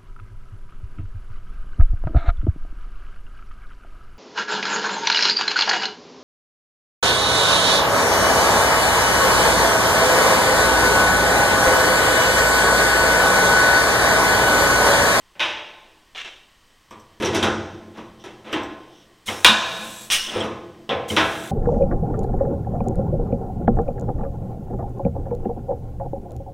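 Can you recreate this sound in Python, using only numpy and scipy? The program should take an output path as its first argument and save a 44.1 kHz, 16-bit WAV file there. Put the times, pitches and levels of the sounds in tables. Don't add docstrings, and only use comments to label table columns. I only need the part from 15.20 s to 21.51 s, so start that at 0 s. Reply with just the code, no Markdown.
import sys
import numpy as np
from scipy import signal
from scipy.fft import rfft, irfft, next_fast_len
from scipy.io import wavfile

SR = 44100
rng = np.random.default_rng(int(sys.argv[2]) if len(sys.argv) > 2 else 0)


def dump_mix(stems):
    frames = np.atleast_2d(stems).T
    limited = np.clip(frames, -1, 1)
    pcm = np.round(limited * 32767).astype(np.int16)
    wavfile.write(sys.argv[1], SR, pcm)


N = 278267
SIZE = next_fast_len(N, True)
TIME = np.arange(N) / SR
FREQ = np.maximum(np.fft.rfftfreq(SIZE, 1 / SR), 1)

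SNAP_S, SNAP_DB, RECOIL_AFTER_S, RECOIL_DB = 4.246, -38.5, 0.015, -41.5
# f/Hz, level/dB
SNAP_COLOUR = [(35, 11.5), (150, -6), (925, 4), (2790, -1.5), (7270, -8.5)]
# f/Hz, level/dB
METAL_COLOUR = [(30, -35), (60, -9.5), (95, -2), (150, -8.5), (210, -3.5), (350, -1), (620, -2.5),
                (1500, 0), (3600, 8.5), (4600, -1), (5900, -1), (7400, -5.5), (11500, -10), (15500, -26.5)]
# f/Hz, level/dB, t60/s
BOX_MODES = [(95.6, -3.5, 1.15), (128.4, -9.5, 3), (179, -9.5, 2), (218, 1.5, 1.3), (316, -4.5, 1.5),
             (345, -2.5, 1.73), (504.6, 3.5, 0.98), (658, 1.5, 1.1), (980, 5, 0.57), (1050, 7, 0.92),
             (1495, 5, 0.9), (1703, 4, 0.96), (2454, 1.5, 0.55), (2795, -2, 0.7), (3567, -0.5, 0.55),
             (3796, -1, .65)]
# f/Hz, width/Hz, gain/dB
PLATE_PEAKS = [(205, 81, 10.5), (358, 35, -8.5), (1490, 500, 5), (2104, 240, -9.5), (2380, 220, 2.5),
               (3800, 370, 2)]
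# f/Hz, width/Hz, gain/dB
HOLLOW_PEAKS = [(314, 20, 6), (4234, 140, -8), (5770, 850, 7)]

# t/s, hold/s, seal squeak/dB, valve opening time/s
PULLS = [(4.057, 0.8443, -20.5, 0.01), (5.879, .841, -26.5, 0.0091)]
# f/Hz, level/dB
LEAK_COLOUR = [(300, -10), (2800, -3.5), (3800, 4.5), (4700, -9), (5700, 0.5), (9500, -1.5), (12500, -8),
               (15500, -12.5)]
# f/Hz, width/Hz, gain/dB
PORT_PEAK = [(2460, 160, 4.4)]
# f/Hz, level re flow at full swell/dB
WHISTLES = [(7700, -3), (11600, -11.5)]
# f/Hz, level/dB
VENT_COLOUR = [(40, -14.5), (250, -19.5), (1300, -8.5), (2000, -5.5), (3100, 3.5), (4400, -9.5),
               (5700, -2.5), (7200, -11.5), (8700, -7.5), (12000, -18), (15500, -22)]
# f/Hz, width/Hz, gain/dB
RETURN_MUFFLE = [(12800, 7500, -15.5)]
# t/s, f/Hz, level/dB, length/s
SLIDE_SQUEAKS = [(2.046, 5650, -31.5, 0.039), (5.085, 3310, -32.5, 0.028), (5.16, 9300, -53, 0.04),
                 (5.196, 8000, -44.5, 0.022), (5.203, 3170, -29, 0.032)]
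# delay/s, f/Hz, level re seal squeak/dB, length/s
SEAL_TONES = [(0.02, 3090, -3, 0.019), (0.021, 2130, -10, 0.039), (.054, 5470, -23, .13)]

# t/s, push/dB, contact/ms, tick/dB, panel f/Hz, panel ring re push/dB
BUMPS = [(1.709, -65.5, 2.3, -96, 1056, 29), (2.0, -42.5, 4.7, -81, 391.6, 18.5),
         (2.023, -53, 0.91, -74.5, 475.5, 21.5), (2.051, -44, 3.6, -71, 347.4, 18),
         (2.147, -45, 3.3, -65.5, 343.7, 21.5), (2.228, -43.5, 1.53, -67, 1416, 24.5),
         (2.237, -46, 5.7, -84, 363, 24), (2.772, -55, 3.84, -93, 1054, 24),
         (3.039, -61.5, 1.7, -86, 357, 17), (3.328, -50, 1.19, -79, 321, 20.5),
         (4.08, -54, 1.12, -72.5, 980, -9), (5.158, -46.5, 2.75, -85, 475.3, 22.5),
         (5.238, -56.5, 2.66, -83.5, 1123, 31), (5.691, -50.5, 1.43, -85.5, 503, 25),
         (5.699, -54.5, 1.18, -94, 727, 26), (5.906, -41.5, 5.5, -77, 483, 20),
         (5.965, -44, 0.71, -67.5, 1488, 20.5)]
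PUSH_FALL, PUSH_TOP_HZ, TICK_FROM_HZ = 0.74, 5230, 2900
# t/s, length/s, final push/dB
SCRAPES = [(2.125, 0.024, -49), (2.735, 0.04, -69.5), (3.235, 0.09, -59.5), (5.062, 0.087, -55.5),
           (5.17, .06, -55)]
SCRAPE_SWELL_DB, SCRAPE_CONTACT_MS, SCRAPE_TICK_RE_PUSH_DB = 6, 2.3, -37
SCRAPE_LOW_HZ = 200
# t/s, f/Hz, level/dB
JARS = [(1.709, 2340, -55), (2.227, 3434, -28), (3.329, 2943, -33.5), (5.693, 3286, -29)]
# t/s, level/dB
CLINKS = [(1.707, -61), (1.797, -64.5), (2.148, -58), (3.038, -68), (3.326, -49.5), (3.432, -56.5),
          (5.24, -62)]
# f/Hz, level/dB, t60/s
MANDREL_MODES = [(5730, 5, 0.11), (7870, -3, 0.17), (13000, -7, 0.085)]
# t/s, length/s, level/dB
RUBS = [(2.989, 0.051, -54), (3.665, 0.23, -58)]
# low f/Hz, high f/Hz, level/dB
RUB_BANDS = [(2780, 3700, 0), (5200, 6200, -5)]

# t/s, length/s, rasp/dB, bench judder/dB
DRAGS = [(0.948, 0.023, -37, -45.5), (0.972, 0.048, -33.5, -59), (1.046, 0.045, -39, -47.5)]
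# f/Hz, level/dB
RASP_COLOUR = [(400, -22), (1000, -6), (2800, 3.5), (3700, 2), (4500, -13.5), (6000, -11.5), (15000, -49)]
# t/s, level/dB, tilt/(dB per octave)
CLANKS = [(0.153, -86, -7), (.195, -60.5, -0.5), (.203, -57.5, -1)]
# f/Hz, level/dB
CLANK_COLOUR = [(80, -18.5), (925, -3), (2790, -2.5), (7270, -23.5)]
# f/Hz, level/dB, t60/s
BENCH_MODES = [(338, 17.5, 1), (577, 22.5, 0.85), (854, 21, 1), (2600, 23.5, 0.81)]

# f/Hz, t60/s
HALL_T60 = [(60, 0.61), (200, 1.83), (500, 1.24), (1200, 0.75), (3000, 0.86), (6000, 0.78), (10000, 0.36)]
# f/Hz, level/dB
HALL_COLOUR = [(60, -6.5), (250, -17.5), (800, -10), (3000, -17), (8000, -11.5), (15000, -23)]
# f/Hz, level/dB
FAN_COLOUR = [(25, -2.5), (110, -14.5), (350, -18), (600, -20.5), (4800, -23.5), (10000, -34.5),
              (15500, -37)]
# f/Hz, width/Hz, gain/dB
FAN_PEAKS = [(1070, 210, 8.9), (1900, 270, 7.5), (3080, 240, 8.5), (8150, 590, 5.6)]


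def rivet_snap():
    times, blow_db = [SNAP_S, SNAP_S + RECOIL_AFTER_S], np.array([SNAP_DB, RECOIL_DB])
    return times, lambda hz: from_db(blow_db + at_hz(SNAP_COLOUR, hz))


def snap_thump(db, hz, t60):
    return ring(clicks([SNAP_S], [from_db(db)]), hz, t60)


def clatter(blows, peaks, bass_t60, level_db, crack_db, crack_t60, damping, swell_share,
            hall_db, mode_db, ripple_db):
    times, strength = blows
    out, edges, age = np.zeros(N), np.geomspace(28, 17000, 29), TIME[:SR]
    crowding = resonances([(hz, 8 + hz / 90, mode_db) for hz, _, _ in BOX_MODES])
    comb = ripple(ripple_db, longest_s=0.01) * FREQ / (FREQ + 1500)
    colour = at_hz(METAL_COLOUR, FREQ) + resonances(peaks) + crowding + comb + level_db
    wash = rfft(rng.standard_normal(SIZE)) * from_db(colour) * np.sqrt(SR / 2)
    crack = from_db(2 * crack_db - 120 * age / crack_t60)
    for low, high in zip(edges, edges[1:]):
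        hz, power = np.sqrt(low * high), np.zeros(N)
        t60 = bass_t60 * (1 + (hz / 5000) ** 2) ** -damping
        swell_s = swell_share * bass_t60 * (1 + 800 / hz)
        swell = 1 - np.exp(-age / swell_s)
        shape = swell * np.exp(-np.log(1e6) * age / t60) + crack * hz / (hz + 6000)
        shape *= (1 - np.exp(-age * hz)) ** 4
        for s, size in zip(times, strength(hz)):
            start = int(s * SR)
            power[start:start + SR] += size ** 2 * shape[:N - start]
        envelope = hall_envelope(power, at_hz(HALL_COLOUR, hz) + hall_db, at_hz(HALL_T60, hz))
        out += irfft(wash * ((FREQ >= low) & (FREQ < high)), SIZE)[:N] * envelope
    return out


def box(blows, level_db, scatter_db=3.5, split_hz=4.95):
    (times, strength), out = blows, np.zeros(N)
    for hz, db, t60 in BOX_MODES:
        for side in (-1, 1):
            spot = from_db(scatter_db * rng.standard_normal(len(times)))
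            spot *= rng.choice([-1, 1], len(times))
            hits = clicks(times, strength(hz) * from_db(db + level_db) * spot)
            out += ring(hits, hz + side * split_hz * rng.random(), t60)
    return out


def air_jet(flow, colour, peaks, hall_db, hall_t60, ripple_db, sputter_db):
    power = (flow * from_db(sputter_db * band(12.4, 150))) ** 2
    comb = ripple(ripple_db, longest_s=0.0026) * FREQ / (FREQ + 3000)
    steady = at_hz(colour, FREQ) + resonances(peaks) + comb
    one, other = (noise(steady + ripple(ripple_db, longest_s=0.007)) for _ in range(2))
    turn = band(2.0, 7.3)
    return (one * np.cos(turn) + other * np.sin(turn)) * hall_envelope(power, hall_db, hall_t60)


def blast_flow(db, peak_s):
    ages = [since(s + held) / peak_s for s, held, *_ in PULLS]
    return from_db(db) * sum((age * np.exp(1 - age)) ** 2 for age in ages)


def return_flow(chuff_db, chuff_s, hiss_db, fall_db_per_s, travel_s):
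    flow = np.zeros(N)
    for s, held, *_ in PULLS:
        age = since(s + held)
        sliding = (age > 0) & (age < travel_s)
        chuff = from_db(chuff_db) * np.exp(-age / chuff_s)
        flow += sliding * np.hypot(chuff, from_db(hiss_db - fall_db_per_s * age))
    return flow


def leak_flow(spurt_db, spurt_s, leak_db, build_db_per_s, close_s):
    flow = np.zeros(N)
    for s, held, _, open_s in PULLS:
        age = since(s)
        valve = np.clip(np.minimum(age / open_s, (held - age) / close_s), 0, 1)
        spurt = from_db(spurt_db) * np.exp(-(age / spurt_s) ** 2)
        flow += valve * np.hypot(spurt, from_db(leak_db + build_db_per_s * age))
    return flow


def whistles(flow, waver, flutter_hz):
    swell = sum(since(s) / held * (since(s) < held) for s, held, *_ in PULLS)
    tones = sum(from_db(db) * rough_tone(hz * (1 + waver * band(2, 10)), flutter_hz)
                for hz, db in WHISTLES)
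    return flow * swell * tones


def squeaks(width, fall, hall_db, hall_t60):
    out = np.zeros(N)
    slides = [(*row, fall) for row in SLIDE_SQUEAKS]
    seals = [(s + delay, hz, pull_db + db, length, 0)
             for s, _, pull_db, _ in PULLS for delay, hz, db, length in SEAL_TONES]
    for s, hz, db, length, drop in slides + seals:
        along = np.clip((TIME - s) / length, 0, 1)
        envelope = hall_envelope(np.sin(np.pi * np.sqrt(along)) ** 2, hall_db, hall_t60)
        out += from_db(db) * envelope * rough_tone(hz * (1 + drop * (0.5 - along)), hz * width)
    return out


def nose_contacts(touches=8):
    rows = [(*bump[:4], 0) for bump in BUMPS]
    for s, length, db in SCRAPES:
        for along in (np.arange(touches) + rng.random(touches)) / touches:
            touch_db = db - SCRAPE_SWELL_DB * (1 - along)
            rows.append((s + along * length, touch_db, SCRAPE_CONTACT_MS,
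                         touch_db + SCRAPE_TICK_RE_PUSH_DB, SCRAPE_LOW_HZ))
    times, push_db, contact_ms, tick_db, low_hz = np.transpose(rows)

    def strength(hz):
        push = from_db(push_db) * (1 + (hz * contact_ms / 1000) ** 2) ** -PUSH_FALL
        push /= (1 + (hz / PUSH_TOP_HZ) ** 6) * (1 + (low_hz / hz) ** 2)
        tick = from_db(tick_db) / (1 + (TICK_FROM_HZ / hz) ** 4)
        return np.hypot(push, tick)
    return times, strength


def panels(blows, t60, spread):
    (_, strength), out = blows, np.zeros(N)
    for k, (s, *_, hz, ring_db) in enumerate(BUMPS):
        hit = clicks([s], [strength(hz)[k] * from_db(ring_db)])
        out += cluster(hit, hz, t60, spread, count=8)
    return out


def gun_body(t60, spread):
    return sum(cluster(clicks([s], [from_db(db)]), hz, t60, spread, count=6) for s, hz, db in JARS)


def mandrel(spread):
    times, clink_db = np.transpose(CLINKS)
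    return sum(cluster(clicks(times, from_db(clink_db + db)), hz, t60, spread, count=6)
               for hz, db, t60 in MANDREL_MODES)


def rubs():
    pressure = sum(from_db(db) * np.sin(np.pi * np.minimum(since(s) / length, 1))
                   for s, length, db in RUBS)
    return pressure * sum(from_db(db) * band(low, high) for low, high, db in RUB_BANDS)


def drag(slips_per_s, grit_db, judder_hz, hall_db, hall_t60):
    slips = (rng.random(N) < slips_per_s / SR) * from_db(grit_db * rng.standard_normal(N)) ** 2
    grain, out = linger(slips / slips.mean(), t60=0.028), np.zeros(N)
    rasp = noise(at_hz(RASP_COLOUR, FREQ) + ripple(2.5, longest_s=0.007))
    judder = band(*judder_hz)
    for column, sound in enumerate((rasp, judder)):
        pushes = sum(from_db(2 * db[column]) * ((TIME >= s) & (TIME < s + length))
                     for s, length, *db in DRAGS)
        out += sound * hall_envelope(grain * pushes, hall_db, hall_t60)
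    return out


def tool_clanks():
    times, db, tilt = np.transpose(CLANKS)
    return times, lambda hz: from_db(db + at_hz(CLANK_COLOUR, hz) + tilt * np.log2(hz / 1500))


def bench(blows, spread):
    times, strength = blows
    return sum(cluster(clicks(times, strength(hz) * from_db(db)), hz, t60, spread, count=5)
               for hz, db, t60 in BENCH_MODES)


def ripple(depth_db, longest_s, count=12):
    lags = longest_s * rng.uniform(0.204, 1, count)
    return depth_db * rms_one(sum(np.cos(2 * np.pi * FREQ * lag) for lag in lags))


def hall_envelope(power, hall_db, t60):
    return np.sqrt(power + from_db(2 * hall_db) * linger(power, t60))


def ventilation(db):
    return from_db(db) * noise(at_hz(FAN_COLOUR, FREQ) + resonances(FAN_PEAKS))


def from_db(db):
    return 10 ** (np.asarray(db) / 20)


def rms_one(x):
    return x / np.sqrt(np.mean(x ** 2) + 1e-20)


def since(s):
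    return np.maximum(TIME - s, 0)


def at_hz(points, hz):
    points = np.array(points)
    return np.interp(np.log(hz), np.log(points[:, 0]), points[:, 1])


def resonances(peaks):
    return sum(db / (1 + (2 * (FREQ - hz) / width) ** 2) for hz, width, db in peaks)


def noise(colour_db):
    return rms_one(irfft(rfft(rng.standard_normal(SIZE)) * from_db(colour_db), SIZE)[:N])


def band(low, high):
    bandpass = signal.butter(3, [low, high], "band", fs=SR, output="sos")
    return rms_one(signal.sosfilt(bandpass, rng.standard_normal(N)))


def rough_tone(hz, flutter_hz):
    return np.sqrt(2) * band(8.9, flutter_hz) * np.sin(2 * np.pi * np.cumsum(hz) / SR)


def clicks(times, sizes):
    return np.bincount((np.asarray(times) * SR).astype(int), sizes, N)[:N]


def ring(hits, hz, t60):
    r, w = 1e-3 ** (1 / (t60 * SR)), 2 * np.pi * hz / SR
    return signal.lfilter([0, np.sin(w)], [1, -2 * r * np.cos(w), r * r], hits + 1e-18)


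def cluster(hits, hz, t60, spread, count):
    offsets = (np.arange(count) + rng.random(count)) * 2 / count - 1
    modes = sum(rng.choice([-1, 1]) * ring(hits, hz * (1 + spread * offset), t60) for offset in offsets)
    return signal.sosfilt(signal.butter(2, hz / 2, "high", fs=SR, output="sos"), modes)


def linger(power, t60):
    r = 1e-6 ** (1 / (t60 * SR))
    return signal.lfilter([1 - r], [1, -r], power + 1e-20)


def scene():
    tools, nose, rivet = tool_clanks(), nose_contacts(), rivet_snap()
    clanking = clatter(tools, HOLLOW_PEAKS, bass_t60=0.38, level_db=2.5, crack_db=7.5, crack_t60=0.026,
                       damping=0.13, swell_share=0.017, hall_db=13.0, mode_db=8.0, ripple_db=3.5)
    bumping = clatter(nose, HOLLOW_PEAKS, bass_t60=0.38, level_db=2.0, crack_db=7.0, crack_t60=0.011,
                      damping=0.6, swell_share=0.02, hall_db=9.0, mode_db=0.5, ripple_db=2.5)
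    snapping = clatter(rivet, PLATE_PEAKS, bass_t60=0.25, level_db=2.5, crack_db=7.0, crack_t60=0.072,
                       damping=0.11, swell_share=0.034, hall_db=5.0, mode_db=9.5, ripple_db=0.5)
    snapping += snap_thump(db=-16.5, hz=48, t60=0.17)
    ringing = bench(tools, spread=0.074) + mandrel(spread=0.068)
    ringing += panels(nose, t60=0.7, spread=0.14) + gun_body(t60=0.21, spread=0.1)
    ringing += box(nose, level_db=9.0) + box(rivet, level_db=0.5)
    dragging = drag(slips_per_s=2900, grit_db=-4.5, judder_hz=(313, 865), hall_db=-3.0, hall_t60=0.6)

    leak = leak_flow(spurt_db=-35, spurt_s=0.054, leak_db=-47, build_db_per_s=4, close_s=0.059)
    blast = blast_flow(db=-16.5, peak_s=0.029)
    homing = return_flow(chuff_db=-21, chuff_s=0.02, hiss_db=-24.5, fall_db_per_s=51, travel_s=0.328)
    air = air_jet(leak, LEAK_COLOUR, PORT_PEAK,
                  hall_db=-2.5, hall_t60=0.74, ripple_db=2.0, sputter_db=1.5)
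    air += whistles(leak, waver=0.014, flutter_hz=200)
    air += air_jet(blast, VENT_COLOUR, (), hall_db=-7.0, hall_t60=0.47, ripple_db=2.0, sputter_db=-1.0)
    air += air_jet(homing, VENT_COLOUR, RETURN_MUFFLE,
                   hall_db=-8.5, hall_t60=0.51, ripple_db=4.0, sputter_db=1.5)

    room_tone = ventilation(db=-57)
    friction = rubs() + squeaks(width=0.042, fall=0.09, hall_db=-9.0, hall_t60=0.25)
    mono = snapping + air + bumping + ringing + friction + dragging + clanking + room_tone
    return np.array([mono, mono])


def gain_control(x, threshold_db, recover_db_per_s, attack_s):
    level_db = 10 * np.log10(linger(x[0] ** 2, t60=0.11))
    over_db = np.maximum(level_db - threshold_db, 0)
    cut_db = np.maximum.accumulate(over_db + recover_db_per_s * TIME) - recover_db_per_s * TIME
    r = np.exp(-1 / (attack_s * SR))
    return x * from_db(-signal.lfilter([1 - r], [1, -r], cut_db))


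def record(dry):
    ducked = gain_control(dry, threshold_db=-6.5, recover_db_per_s=25.5, attack_s=0.0013)
    top_cut = signal.ellip(10, 0.2, 70, 15900, fs=SR, output="sos")
    return signal.sosfilt(top_cut, np.clip(ducked, -1, 1))


dry = scene()
out = record(dry)
dump_mix(out)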